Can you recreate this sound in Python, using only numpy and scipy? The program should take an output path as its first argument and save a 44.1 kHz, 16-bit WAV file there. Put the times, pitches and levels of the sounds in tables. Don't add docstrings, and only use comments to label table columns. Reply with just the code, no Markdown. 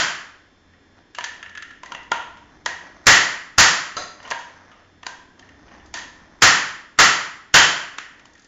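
import sys
import numpy as np
from scipy import signal
from scipy.fft import rfft, irfft
from scipy.io import wavfile
from scipy.ndimage import uniform_filter1d

SR = 44100
rng = np.random.default_rng(int(sys.argv[2]) if len(sys.argv) > 2 else 0)


def invert_db(level):
    return 10 ** (np.asarray(level, dtype=float) / 20)


def inscribe(sig):
    pcm = np.round(np.clip(np.atleast_2d(sig).T, -1, 1) * 32767)
    wavfile.write(sys.argv[1], SR, pcm.astype(np.int16))


N = 373527
LEAD = 11025
LOW_RATE = 16000


def evened(x):
    return x / np.sqrt(np.mean(x ** 2) + 1e-20)


def read(points, hz):
    f, value = np.transpose(points)
    return np.interp(np.log(hz + 1), np.log(f + 1), value)


def shaped(colour, grain):
    gain = invert_db(read(colour, np.fft.rfftfreq(len(grain), 1 / SR)))
    return evened(irfft(rfft(grain) * gain, len(grain)))


def causal(db):
    log_gain = np.log(invert_db(np.concatenate([db, db[-2:0:-1]])))
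    return np.fft.ifft(np.exp(signal.hilbert(log_gain).conj())).real[:len(db)]


def add(mix, start_s, sound):
    part = mix[LEAD + round(start_s * SR):][:len(sound)]
    part += sound[:len(part)]


def hump(hz, centre_hz, width_hz):
    return 1 / (1 + ((hz - centre_hz) / (width_hz / 2)) ** 2)


def rings(hz, ring_hz, width_hz):
    return sum(share * hump(hz, f, width_hz) for share, f in zip((1, 0.76), ring_hz))


def contact(level_db, thud_db, crack_db, echo_db, chance, body_db, contact_s):
    hz = np.fft.rfftfreq(4096, 1 / SR)
    tilt_db = read([(1000, thud_db), (1300, 0.0036), (3000, 0.015), (4500, crack_db)], hz)
    snap, shell = causal(tilt_db + 1.05 * body_db), causal(tilt_db + body_db)
    t = np.arange(len(chance)) / SR
    attack = np.minimum(t / 0.00081, 1)
    clatter = chance * attack * np.exp(-(t / contact_s) ** 2)
    direct = signal.fftconvolve(clatter, snap)
    direct = invert_db(level_db) * direct / np.linalg.norm(direct)
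    return direct, invert_db(level_db + echo_db) * shell / np.linalg.norm(shell)


def play(close, feed, rows, body, thud_db, echo_db, contact_s, lift_db=0):
    for start_s, level_db, crack_db, *ring_hz in rows:
        chance = rng.standard_normal(1600)
        body_db = body(ring_hz, chance)
        direct, spread = contact(level_db + lift_db, thud_db, crack_db, echo_db, chance, body_db, contact_s)
        add(close, start_s, direct)
        add(feed, start_s, spread)


# [freq_hz, density_db_per_hz]
BLOW_COLOUR = [(30, -42.5), (100, -15), (250, -14), (550, -12.5), (950, -5), (1400, -6), (1900, -4.5),
               (2300, -9.5), (3150, -7.5), (3750, -13), (4600, -8.5), (6400, -9.5), (7400, -8),
               (8200, -29.5)]


def crash(ring_hz, chance):
    hz = np.fft.rfftfreq(4096, 1 / SR)
    return read(BLOW_COLOUR, hz) + 10 * np.log10(1 + 2.1 * rings(hz, ring_hz, 220))


def thump(phase):
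    pitch_hz, t60_s = 93.6, .25
    t = np.arange(SR // 4) / SR
    boom = np.sin(2 * np.pi * pitch_hz * t)
    boom += 0.95 * np.sin(2 * np.pi * 1.3 * pitch_hz * t + phase)
    boom += 0.55 * np.sin(2 * np.pi * .4 * pitch_hz * t)
    return invert_db(-17 - 60 * t / t60_s) * boom


# [start_s, level_db, crack_db, ring_hz, second_ring_hz]
BLOWS = [
    (-.19, 27, 3, 1550, 3170),
    (3.0677, 21.5, 1.5, 1860, 1930),
    (3.5815, 20.5, 3.5, 1335, 1830),
    (6.421, 20, 1.2, 1804, 1390),
    (6.988, 19.5, 1, 1320, 1940),
    (7.541, 21, 0.3, 3120, 1570),
]


def blows(close, feed):
    play(close, feed, BLOWS, crash, thud_db=-1.8, echo_db=6.34, contact_s=0.0076)
    crush_db_per_s = 1.65
    for start_s, *_ in BLOWS:
        add(close, start_s, invert_db(-crush_db_per_s * start_s) * thump(rng.uniform(0, 2 * np.pi)))


# [freq_hz, width_hz, level_db]
CASE = [(700, 120, -5), (970, 90, 3), (1370, 90, -3), (1620, 90, -5), (1850, 120, -1), (2900, 200, -7),
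        (3250, 150, -6), (4700, 300, -9), (6300, 400, -8)]


def hollow(ring_hz, chance):
    hz = np.fft.rfftfreq(4096, 1 / SR)
    modes = sum(invert_db(2 * db + 2 * c) * hump(hz, f, width) for (f, width, db), c in zip(CASE, chance))
    loudest = 7.5 * rings(hz, ring_hz, 61)
    return 10 * np.log10(.1 + modes + loudest) + read([(100, -16.0), (500, -4), (7000, -3)], hz)


# [start_s, level_db, crack_db, ring_hz, second_ring_hz]
KNOCKS = [(.988, -43, -8, 330, 700), (1.1848, -11, -6.5, 963, 1720), (1.8332, -20.5, -7, 1020, 1980),
          (1.9197, -15.5, -8, 960, 1390), (1.948, -16.5, -13, 1974, 2760), (2.1168, -1.5, -9.5, 961, 1390),
          (2.6603, -3.5, -2.5, 1896, 1680), (4.2015, -30.5, -18, 990, 1860), (4.304, -16, 8, 1790, 1400),
          (4.311, -8.5, -4.5, 956, 1640), (4.3185, -9, -13, 984, 1665), (5.0306, -24, -8, 1820, 1220),
          (5.0657, -11, -0.5, 1580, 997), (5.3938, -31, 0, 710, 3180), (8.2545, -31.5, 3, 934, 1800)]


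def knocks(close, feed):
    play(close, feed, KNOCKS, hollow, thud_db=.4, echo_db=-5, contact_s=0.0051, lift_db=13)


# [start_s, level_db, crack_db, ring_hz]
TICKS = [(.7348, -41.5, -24, 1900), (1.1483, -21, -2.5, 2800), (1.2076, -18, -12, 1750),
         (1.2407, -8.5, -2, 1770), (1.4271, -20, -13, 1724), (1.4600, -25, -18, 1800),
         (1.4935, -32.5, -5, 1780), (1.5512, -23.5, -13, 1700), (1.5742, -19.5, -11, 1790),
         (1.6232, -19.5, -8, 1780), (1.7065, -26.5, -11, 1720), (1.8584, -26, -1.5, 1930),
         (2.0304, -38, 2, 950), (4.844, -45, -29, 1820), (5.4251, -34.5, -25, 1800),
         (5.4895, -35, -9, 1820), (5.7993, -38, -25, 1750), (5.859, -35.5, 9, 1850), (5.99, -24.5, 2, 1790),
         (8.1943, -35.5, -7, 1940), (8.352, -36, -3.5, 1820), (8.3946, -36.5, 9, 1850),
         (8.4204, -37.5, 18, 1830), (8.4454, -35, 10, 1830), (8.3337, -39, 14, 1400),
         (8.378, -40, -4, 1830)]


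def ticks(close, feed):
    play(close, feed, TICKS, hollow, thud_db=-15, echo_db=-4.5, contact_s=0.0071, lift_db=13)


# [start_s, level_db, crack_db, ring_hz]
SCUFFS = [(2.3694, -35, -7.5, 969), (3.9685, -12, -1, 1320), (4.2278, -30.5, -2, 1900),
          (4.2500, -25.5, -19, 970), (4.2750, -24.5, -5, 1020), (4.3894, -28, 4, 970),
          (4.7144, -34.5, -15, 1241), (5.6808, -38, -26, 1000), (5.7150, -38.5, -30, 824),
          (5.7492, -38.5, -10, 810), (5.9397, -12.5, 0.5, 1806), (5.9703, -18, 1.5, 1810)]


def scuffs(close, feed):
    play(close, feed, SCUFFS, hollow, thud_db=-1.1, echo_db=1.3, contact_s=0.0091, lift_db=13)


# [start_s, level_db, crack_db, ring_hz, second_ring_hz]
SHARD = [
    (7.9837, -1, -6.5, 1850, 1480),
]


def shard(close, feed):
    play(close, feed, SHARD, crash, thud_db=-6.5, echo_db=-4, contact_s=0.0053)


# [freq_hz, level_db, t60_s]
STEEL = [(615, -11, .08), (721, -11, .08), (1090, -10, .08), (1320, -7, .07), (3250, -10, .03),
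         (4150, -1, .02), (4760, -2, .04), (6300, -2.5, .03)]


def steel(close, feed):
    t = np.arange(SR // 2) / SR
    song = sum(invert_db(db - 60 * t / t60_s) * np.sin(2 * np.pi * hz * t) for hz, db, t60_s in STEEL)
    for mix in (close, feed):
        add(mix, 3.968, invert_db(-23) * song)


# [start_s, length_s, level_db]
SLIDE = [(0.944, 0.11, -55.5), (1.2, 0.49, -51), (1.82, 0.35, -48.5), (2.4, 0.41, -53),
         (2.751, 0.41, -45.5), (4.14, 0.47, -45), (4.41, 0.58, -49.5), (5.346, 0.36, -51.5),
         (5.57, .45, -48.5), (6.079, 0.52, -51.5), (8.066, .35, -57)]
# [freq_hz, density_db_per_hz]
SLIDE_COLOUR = [(88, -24), (150, -4.5), (471, -5), (575, 1.5), (1610, -2), (1840, 0.5), (3500, -32),
                (3680, -18.5), (6370, -13.5), (7900, -68), (10300, -61), (17400, -120)]


def slide():
    slips_per_s, peak_share = 3000, 0.29
    size = invert_db(2.6 * np.minimum(rng.exponential(1, N), 3))
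    slips = rng.standard_normal(N) * size * (rng.random(N) < slips_per_s / SR)
    clumps = invert_db(1.4 * evened(uniform_filter1d(rng.standard_normal(N), size=1200)))
    t = np.arange(N) / SR
    level = 0
    for start_s, length_s, level_db in SLIDE:
        corners_s = [start_s, start_s + peak_share * length_s, start_s + length_s]
        level = level + invert_db(level_db) * np.interp(t, corners_s, [0, 1, 0])
    return level * clumps * shaped(SLIDE_COLOUR, slips)


# [freq_hz, t60_s]
ROOM = [(120, 0.64), (400, 0.61), (1000, 0.65), (2000, 0.64), (4000, 0.55), (7500, 0.49)]
# [freq_hz, gain_db]
HOUSING = [(200, -1), (1000, -1), (1900, 1), (3200, 0.5), (5000, -2), (7500, -1.5)]


def room(x, count=3):
    turn, wet = np.arange(len(x)) / SR * 1.3, 0
    at = np.arange(300, SR - 22, 22)
    for k in range(count):
        taps = np.zeros(SR)
        taps[at + rng.integers(0, 22, len(at))] = rng.choice([-1., 1.], len(at))
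        hz, t, z = signal.stft(taps, SR, nperseg=256)
        decay = invert_db(-60 * t / read(ROOM, hz)[:, None])
        tail = signal.istft(z * decay, SR, nperseg=256)[1]
        tail *= np.minimum(np.arange(len(tail)) / SR / 0.012, 1)
        share = np.cos(np.pi * (turn - k / count))
        wet = wet + signal.fftconvolve(x * share, tail / np.linalg.norm(tail))[:len(x)]
    housing = causal(read(HOUSING, np.fft.rfftfreq(2048, 1 / SR)))
    return signal.fftconvolve(wet, housing)[:len(x)]


# [centre_s, half_length_s, swell_db]
PASSES = [
    (2.5, 0.97, 6),
    (4.1, .4, 1),
    (5.9, 0.62, 8),
]


def traffic():
    t = np.arange(N) / SR
    colour = [(15, -5.5), (60, -1.5), (150, -6.0), (300, 0.5), (450, -14), (900, -36.5)]
    dull = shaped(colour, rng.standard_normal(N))
    swell_db = sum(db * np.exp(-((t - s) / half_s) ** 2) for s, half_s, db in PASSES)
    return invert_db(-60 + swell_db) * dull


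# [start_s, length_s, pitch_hz, level_db]
DRONES = [
    (.1, 1.9, 88, -60.5),
    (2.0, 0.95, 86, -62.5),
    (3.797, 2.4, 92, -62),
    (5.297, 1.1, 66, -58.5),
]


def drones():
    t = np.arange(N) / SR
    waver = 1 + 0.48 * evened(uniform_filter1d(rng.standard_normal(N), size=6000))
    out = 0
    for start_s, length_s, pitch_hz, level_db in DRONES:
        arch = np.sin(np.pi * np.clip((t - start_s) / length_s, 0, 1)).clip(0)
        out = out + invert_db(level_db) * np.sqrt(arch) * waver * np.sin(2 * np.pi * pitch_hz * t)
    return out


# [freq_hz, density_db_per_hz]
HUSH = [(250, -29.5), (400, -2.5), (1400, -8), (1750, -3.5), (2300, -11), (3500, -18.5), (5000, -20),
        (7000, -23.5), (7900, -29)]


def hush():
    return invert_db(-60.5) * shaped(HUSH, rng.standard_normal(N))


# [pitch_hz, rms_level_db]
WHINE = [(1685, -76), (3225, -79), (3515, -76), (3731, -89), (4102, -85), (4393, -87), (4980, -85),
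         (5276, -81), (5566, -85), (6153, -87), (6444, -92), (7031, -90), (7327, -91)]


def whine():
    t = np.arange(N) / SR
    return sum(invert_db(db + 6) * np.sin(2 * np.pi * (hz * t + rng.random())) for hz, db in WHINE)


def squeeze(low, noise_db=-11.5):
    z = signal.stft(low, nperseg=256)[2]
    band = np.sqrt(uniform_filter1d(abs(z) ** 2, size=8, axis=0))
    z = z + invert_db(noise_db) * band * np.exp(2j * np.pi * rng.random(z.shape))
    return signal.istft(z, nperseg=256)[1][:len(low)]


# [freq_hz, gain_db]
STRETCH = [(7000, 0), (7400, -3), (7650, -14), (7800, -32), (8000, -50), (8200, -42), (8400, -26),
           (8800, -26), (9000, -40), (9300, -90)]


def stretch(low):
    size = (len(low) // 160 + 20) * 160
    band = np.tile(np.fft.fft(low, size), 2)[:size * 441 // 320 + 1]
    hz = np.arange(len(band)) * LOW_RATE / size
    return irfft(band * invert_db(read(STRETCH, hz)), size * 441 // 160)[:N] * SR / LOW_RATE


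def scene():
    close, feed = np.zeros((2, LEAD + N))
    for source in (blows, knocks, ticks, scuffs, shard, steel):
        source(close, feed)
    add(close, 0, invert_db(-2) * slide())
    return (close + room(feed))[None, LEAD:] + traffic() + drones()


def low_pass(x):
    return signal.sosfilt(signal.butter(12, 16500, fs=SR, output="sos"), x)


def record(dry):
    x = dry[0] + hush() + whine()
    x += 0.016 * np.clip(x, -1, 1) ** 2
    low = squeeze(np.clip(signal.resample_poly(x, 160, 441), -.62, .62))
    full = np.clip(stretch(low), -.74, .74)
    edge = signal.firwin(255, 15800, window=("kaiser", 8), fs=SR)
    return low_pass(signal.oaconvolve(full, edge, "same")[None])


dry = scene()
out = record(dry)
inscribe(out)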